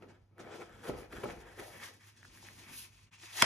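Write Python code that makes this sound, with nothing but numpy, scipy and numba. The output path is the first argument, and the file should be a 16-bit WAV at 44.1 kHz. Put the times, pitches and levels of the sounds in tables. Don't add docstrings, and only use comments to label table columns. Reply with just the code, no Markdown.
import sys
import numpy as np
from scipy import signal
from scipy.fft import rfft, irfft, next_fast_len
from scipy.io import wavfile
from scipy.ndimage import uniform_filter1d
from numba import njit

SR = 44100
rng = np.random.default_rng(int(sys.argv[2]) if len(sys.argv) > 2 else 0)


def put_to_file(sound):
    columns = np.atleast_2d(sound).T
    safe = np.clip(columns, -1, 1)
    whole_steps = np.round(safe * 32767)
    wavfile.write(sys.argv[1], SR, whole_steps.astype(np.int16))


N = 152145
T = np.arange(N) / SR
HALF_FFT = next_fast_len(N // 2 + SR // 4)
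F = np.arange(HALF_FFT + 1) * SR / 2 / HALF_FFT

# (frequency [Hz], relative density [dB per Hz])
ROOM_COLOUR = [(18, -43), (30, -39), (106, 12.5), (245, 3), (404, 4.5), (461, -44), (740, -54), (822, -41),
               (16000, -64)]
# (time [s], deep rumble level [dB], low murmur level [dB])
PRESS = [(0.0, -69, -61), (0.14, -88, -63), (0.22, -65, -81), (0.29, -87, -109), (0.4, -74, -58),
         (0.65, -78, -65.5), (0.73, -58, -67.5), (0.85, -80, -61.5), (0.9, -61, -45), (0.92, -56, -48),
         (0.96, -51, -53.5), (1.07, -66, -68), (1.14, -61, -58), (1.175, -53, -53), (1.2, -58, -64),
         (1.255, -67, -43.5), (1.3, -51, -51), (1.42, -61, -67.5), (1.62, -71, -69), (1.78, -68, -64.5),
         (1.98, -89, -74), (2.12, -76, -85), (2.17, -94, -75), (2.32, -64.5, -70), (2.36, -75, -67),
         (2.51, -71, -66.5), (2.555, -69, -67), (2.6, -70, -63), (2.66, -74, -66.5), (2.69, -75, -59.5),
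         (2.78, -68, -64.5), (2.9, -72, -78.5), (3.07, -76, -90), (3.12, -82, -79), (3.37, -93, -86),
         (3.45, -56, -38)]
# (frequency [Hz], width [Hz], relative level [dB])
TABLE_DEEP = [(43.6, 10, -0.49), (65.3, 26, -1.5)]
TABLE_LOW = [(134, 29, -0.27), (169, 34, 1), (233, 91, -0.97)]
# (time [s], level [dB], pitch [Hz])
TICKS = [(0.024, -50, 2500), (0.382, -46.5, 1510), (.695, -51, 1410), (0.8978, -39, 2100),
         (1.032, -45, 2000), (1.126, -39.5, 1250), (1.1298, -39, 2050), (1.167, -44, 1470),
         (1.2353, -38, 2870), (1.3062, -37.5, 2200), (1.311, -45, 1510), (1.5971, -36, 1920),
         (2.042, -52, 1800), (2.23, -44.5, 1720), (2.2473, -49, 1620), (2.2514, -44, 1540),
         (2.374, -46.5, 1780), (2.383, -49, 1900), (2.428, -51, 910), (2.4867, -39.5, 2040),
         (3.2005, -49, 2400), (3.236, -42.5, 2000), (3.332, -38, 3430), (3.361, -44, 1400)]
# (time [s], peak level [dB], contact [ms])
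KNOCKS = [(.0235, -47, 0.44), (0.078, -50, 1.5), (.402, -41, 1), (.612, -40, 0.93), (0.89, -32.5, 1.06),
          (0.8918, -33.5, 1.4), (0.896, -24, 1.1), (0.8979, -29, 0.95), (1.022, -44, 0.81),
          (1.127, -50, 1.3), (1.136, -37, 1.34), (1.168, -42, 0.6), (1.184, -40, 1.8), (1.2362, -30, 0.65),
          (1.2377, -28, 1.3), (1.2445, -42, 1.3), (1.2568, -27.5, 0.69), (1.578, -47, 0.63),
          (1.5938, -39, 1.1), (1.5961, -44.5, 1.5), (1.6018, -47, 1.6), (1.618, -44, 1.6),
          (3.4265, -25, 2.67)]
# (time [s], peak level [dB], contact [ms], held to two samples or more)
SNAP = [(3.4214, -19, .04), (3.4233, -5, 0.14)]
# (time [s], box level [dB], card level [dB], skin hiss level [dB], top treble level [dB])
RUB = [(0.0, -78, -88, -109, -90), (0.01, -70, -88, -92, -111), (0.03, -53.5, -88, -69, -99),
       (0.06, -60.5, -85, -104, -105), (0.09, -61, -70, -69.5, -91), (0.16, -65, -76, -90, -107),
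       (0.27, -87.5, -97, -91, -101), (0.37, -68, -97, -100, -100), (0.4, -47.5, -53, -58.5, -70),
       (0.41, -58, -62, -61.5, -79), (0.46, -53.5, -65.5, -83, -80), (0.52, -48, -53, -60, -80),
       (0.55, -50, -54, -60.5, -68), (0.59, -55, -75, -64, -76), (0.62, -47.5, -54, -61.5, -68),
       (0.65, -57, -66, -70.5, -83), (0.72, -60.5, -61.5, -77.5, -80), (0.82, -61.5, -63.5, -68.5, -75),
       (0.84, -54.5, -50, -65, -64), (0.89, -45, -52.5, -54, -57.5), (0.91, -59, -68, -67, -70),
       (0.955, -48.5, -68, -70, -81), (0.98, -46, -60, -61.5, -62.5), (1.02, -57.5, -67, -67.5, -70),
       (1.045, -53.5, -60.5, -70, -74), (1.09, -63.5, -79, -83, -90), (1.13, -55.5, -54.5, -64, -63.5),
       (1.148, -53, -55, -61, -64), (1.172, -56, -48, -69, -64.5), (1.2, -51.5, -55.5, -62, -67),
       (1.23, -54.5, -57, -64.5, -71), (1.24, -34.5, -68, -56, -51), (1.26, -53.5, -60, -62, -77),
       (1.3, -46.5, -53.5, -59, -64), (1.38, -54, -72, -71, -76), (1.41, -54.5, -57, -66, -71),
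       (1.44, -55.5, -62.5, -77, -76), (1.49, -60, -58.5, -69, -71.5), (1.55, -66, -64, -70, -74),
       (1.6, -48.5, -47.5, -56.5, -57.5), (1.61, -52, -52.5, -62, -65.5), (1.68, -55, -65.5, -59.5, -60.5),
       (1.79, -60, -57, -62, -64), (1.84, -58, -46.5, -52, -57), (1.88, -56.5, -55.5, -58.5, -63.5),
       (1.99, -78.5, -71.5, -72.5, -78.5), (2.09, -82, -65.5, -64, -68.5), (2.14, -102, -72, -76, -84),
       (2.17, -89, -71.5, -66.5, -79), (2.3, -74, -70.5, -65.5, -78.5), (2.38, -76, -62, -64, -64),
       (2.41, -74, -68, -65, -70), (2.45, -65, -65.5, -57.5, -68), (2.5, -67, -63.5, -62.5, -67.5),
       (2.55, -75, -65.5, -63.5, -68.5), (2.6, -68, -61.5, -59.5, -66.5), (2.66, -68, -63.5, -63, -66.5),
       (2.69, -69, -54.5, -61, -64.5), (2.78, -72, -59, -52, -49), (2.84, -73, -59.5, -55, -55),
       (2.88, -80, -72, -66.5, -74), (2.93, -86, -73, -70.5, -79), (3.04, -93, -72.5, -68, -77),
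       (3.09, -99, -76.5, -85, -101), (3.14, -97, -61, -61.5, -72), (3.17, -88, -67.5, -70, -88),
       (3.24, -65.5, -59, -52.5, -61), (3.29, -84, -59.5, -61, -69), (3.37, -60.5, -52, -46, -50.5),
       (3.41, -50.5, -37.5, -36, -44.5), (3.421, -77, -22.5, -38, -56), (3.432, -38, -41, -49, -62),
       (3.45, -46, -30.5, -36, -68)]
# (time [s], hollow of the box [Hz], hollow behind the card [Hz])
HOLLOW = [(0.0, 389, 1770), (0.03, 450, 1870), (0.13, 370, 1570), (0.6, 436, 1430), (0.71, 405, 1530),
          (0.82, 513, 1480), (0.89, 430, 1450), (1.62, 416, 1840), (1.68, 694, 2000), (1.76, 528, 1880),
          (2.14, 353, 2050), (2.2, 331, 1810), (2.25, 587, 1580), (2.3, 338, 2150), (2.49, 400, 2060),
          (2.59, 354, 2170), (2.89, 384, 2390), (3.05, 375, 2320), (3.13, 764, 2530), (3.19, 359, 2470),
          (3.25, 392, 2170), (3.29, 637, 2240), (3.39, 830, 1920), (3.45, 604, 1930)]
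# (frequency [Hz], width [Hz], relative level [dB])
BOX_MODES = [(141, 64, -9), (288, 100, -2), (344.8, 18.5, 5), (396, 24, 8), (492, 10, -1), (592, 24, 3.5),
             (719, 100, -7.5), (827, 10, 4), (975, 680, -15), (1296, 78, -0.5), (2190, 370, -9.5)]
CARD_MODES = [(980, 160, 2), (1400, 128, 3.5), (2145, 130, 7), (2640, 200, -12), (3254, 330, 3),
              (4570, 110, -20), (4930, 230, -3), (5980, 170, -7), (6472, 150, -22), (7430, 250, 10)]
# (frequency [Hz], relative density [dB per Hz])
BOX_BROAD = [(200, -21), (300, -0.5), (420, -7), (700, -6.5), (1000, -11.5), (2000, -38.5)]
CARD_BROAD = [(500, -32), (900, -1), (1500, 3.5), (2400, -3), (3500, -7), (5500, -30)]
HISS = [(2500, 2.5), (4000, -1), (6000, -0.5), (8200, 2.5), (9500, -7)]
TOP = [(7500, -62), (9000, 1.5), (11500, -2), (13500, -6.5), (16000, 3)]
# (frequency [Hz], left over right [dB])
PORT_LEVEL = [(110, 0), (380, 1), (1290, 1.5), (2380, 2.5), (4400, 3.5), (7500, 0), (16000, 0)]
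# (frequency [Hz], left lead [turns])
PORT_TURNS = [(0, 0), (1800, .03), (2500, .14), (4900, .12), (6460, -.11), (7700, -.5), (8800, -.5),
              (10400, -1), (12900, -1), (13900, -1.5), (16500, -1.5)]
# (frequency [Hz], level against the shared sound [dB])
DIFFUSE = [(60, -16), (300, -9), (700, -4.5), (2000, -7.5), (5000, -1), (7500, -18.5), (9000, -30),
           (16000, -34)]

HUM_HZ, HUM_DB = 100, -66.5
HUM_SKIRT_HZ, HUM_SKIRT_DB = 35, -71
ROOM_DB = -79
ECHO_DB, ECHO_T60_S = -13, .2
TICK_CYCLES, TICK_RISE_S = 1.3, 0.00021
TICK_CRACK_DB = -6
KNOCK_TAIL_DB = -24
KNOCK_TAIL_RISE_S, KNOCK_TAIL_S = 0.0062, 0.019
SNAP_TAIL_DB, SNAP_TAIL_S = -14.5, 0.0024
BOX_RING_DB, CARD_RING_DB = 1, -7
LARGEST_SLIP = 2.5
SCATTER_S = 0.016
DIP_S, DIP_FALL_S, DIP_RISE_S = 3.106, .018, .014
TOP_HZ = 16300


def undb(db):
    return 10 ** (np.asarray(db) / 20)


def unit(x):
    return x / np.sqrt(np.mean(x ** 2))


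def peak(x, db):
    return x * undb(db) / np.abs(x).max()


def over_hz(rows):
    hz, value = np.array(rows, float).T
    return np.interp(np.log(F + 1), np.log(hz + 1), value, left=value[0], right=value[-1])


def through(x, response):
    return irfft(rfft(x, 2 * HALF_FFT) * response)[..., :N]


def colour(x, rows):
    inside = (F > rows[0][0]) * (F < rows[-1][0])
    return through(x, undb(over_hz(rows)) * inside)


def ring(x, modes, sign=-1):
    response = 0
    for k, (hz, width, db) in enumerate(modes):
        mode = 1j * F * width / (hz ** 2 - F ** 2 + 1j * F * width)
        response = response + sign ** k * undb(db) * mode
    return through(x, response)


@njit
def sweep(x, hz, share):
    y, band, low = np.empty(len(x)), 0., 0.
    for i in range(len(x)):
        g = np.tan(np.pi * hz[i] / SR)
        v = (band + g * (x[i] - low)) / (1 + g * (g + share))
        band, low, y[i] = 2 * v - band, low + 2 * g * v, v
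    return y


def walk(rate):
    k = int(SR / rate)
    steps = np.repeat(rng.standard_normal(N // k + 1), k)
    return 1.1 * uniform_filter1d(uniform_filter1d(steps, k), k)[:N]


def grit(scatter_db, patchy_db):
    size = np.minimum(rng.exponential(size=N), LARGEST_SLIP)
    return rng.standard_normal(N) * undb(scatter_db * size + patchy_db * walk(60))


def push(t, ms):
    x = (T - t) / max(ms / 1000, 2 / SR)
    return np.where((x > 0) & (x < 1), np.sin(np.pi * x), 0)


def room():
    level = np.sqrt(2) * undb(HUM_DB + 0.79 * walk(36))
    hum = level * np.sin(2 * np.pi * HUM_HZ * T + 0.77 * walk(9))
    skirt = unit(ring(rng.standard_normal(N), [(HUM_HZ, HUM_SKIRT_HZ, 0)]))
    bed = unit(colour(rng.standard_normal(N), ROOM_COLOUR))
    return hum + undb(HUM_SKIRT_DB) * skirt + undb(ROOM_DB) * bed


def room_echo(near):
    tail = unit(rng.standard_normal(N) * undb(-60 * T / ECHO_T60_S)) / np.sqrt(N)
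    return undb(ECHO_DB) * signal.fftconvolve(near, tail)[:N]


def table():
    t, deep_db, low_db = np.array(PRESS).T
    deep = unit(ring(rng.standard_normal(N), TABLE_DEEP))
    low = unit(ring(grit(scatter_db=1.5, patchy_db=-1.0), TABLE_LOW))
    return undb(np.interp(T, t, deep_db)) * deep + undb(np.interp(T, t, low_db)) * low


def ticks():
    out = np.zeros(N)
    u = np.arange(SR // 50) / SR
    for t, db, hz in TICKS:
        noise = rng.standard_normal(len(u))
        fade = (1 - np.exp(-u / TICK_RISE_S)) * np.exp(-u * hz / TICK_CYCLES)
        tone = np.sin(2 * np.pi * hz * u)
        crack = undb(TICK_CRACK_DB) * noise * fade
        i = int(t * SR)
        out[i:i + len(u)] += undb(db) * fade / fade.max() * (tone + crack)
    return out


def knocks():
    blows, tail = np.zeros(N), np.zeros(N)
    for t, db, ms in KNOCKS:
        blows += peak(ring(push(t, ms), BOX_MODES, sign=1.0), db)
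        rise = np.clip((T - t) / KNOCK_TAIL_RISE_S, 0, 1)
        tail += undb(db + KNOCK_TAIL_DB) * rise * np.exp(-np.abs(T - t) / KNOCK_TAIL_S)
    rattle = unit(ring(grit(scatter_db=8.5, patchy_db=-1.0), BOX_MODES))
    return blows + tail * rattle


def snap():
    start, noise = SNAP[0][0], rng.standard_normal(N)
    fade = (T > start) * np.exp(-np.abs(T - start) / SNAP_TAIL_S)
    crack = fade * (unit(colour(noise, HISS)) + 0.52 * unit(colour(noise, TOP)))
    releases = sum(peak(ring(push(t, ms), CARD_MODES), db) for t, db, ms in SNAP)
    return releases + undb(SNAP_TAIL_DB) * crack


def hollow(x, t, hz, db, share):
    centre = np.interp(T, t, hz)
    return undb(db) * unit(sweep(sweep(x, centre, share), centre, share))


def rubbing():
    t, box_db, card_db, hiss_db, top_db = np.array(RUB).T
    when, box_hz, card_hz = np.array(HOLLOW, float).T

    box_grit = grit(scatter_db=6.0, patchy_db=2.5)
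    box = unit(colour(box_grit, BOX_BROAD))
    box += undb(BOX_RING_DB) * unit(ring(box_grit, BOX_MODES))
    box += hollow(box_grit, when, box_hz, db=-1, share=.55)

    card_grit = grit(scatter_db=4.5, patchy_db=3.0)
    card = unit(colour(card_grit, CARD_BROAD))
    card += undb(CARD_RING_DB) * unit(ring(card_grit, CARD_MODES))
    card += hollow(card_grit, when, card_hz, db=-4, share=.45)

    skin_grit = grit(scatter_db=6.0, patchy_db=2.0)
    hiss, top = colour(skin_grit, HISS), colour(skin_grit, TOP)
    layers = [(box, box_db), (card, card_db), (hiss, hiss_db), (top, top_db)]
    return sum(undb(np.interp(T, t, db)) * unit(layer) for layer, db in layers)


def ports(x):
    turn = undb(over_hz(PORT_LEVEL) / 2) * np.exp(1j * np.pi * over_hz(PORT_TURNS))
    scatter = rfft(rng.standard_normal(N) * np.exp(-T / SCATTER_S), 2 * HALF_FFT)
    side = undb(over_hz(DIFFUSE)) * scatter / np.sqrt(np.mean(np.abs(scatter) ** 2))
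    return through(x, np.array([(1 + side) * turn, (1 - side) / turn]))


def dip():
    return np.clip(np.maximum((DIP_S - T) / DIP_FALL_S, (T - DIP_S) / DIP_RISE_S), 0, 1)


def scene():
    near = rubbing() + knocks() + ticks() + snap()
    return ports(near + room_echo(near) + table() + room()) * dip()


def record(dry):
    return signal.sosfilt(signal.ellip(8, .2, 70, TOP_HZ, fs=SR, output="sos"), dry)


dry = scene()
out = record(dry)
put_to_file(out)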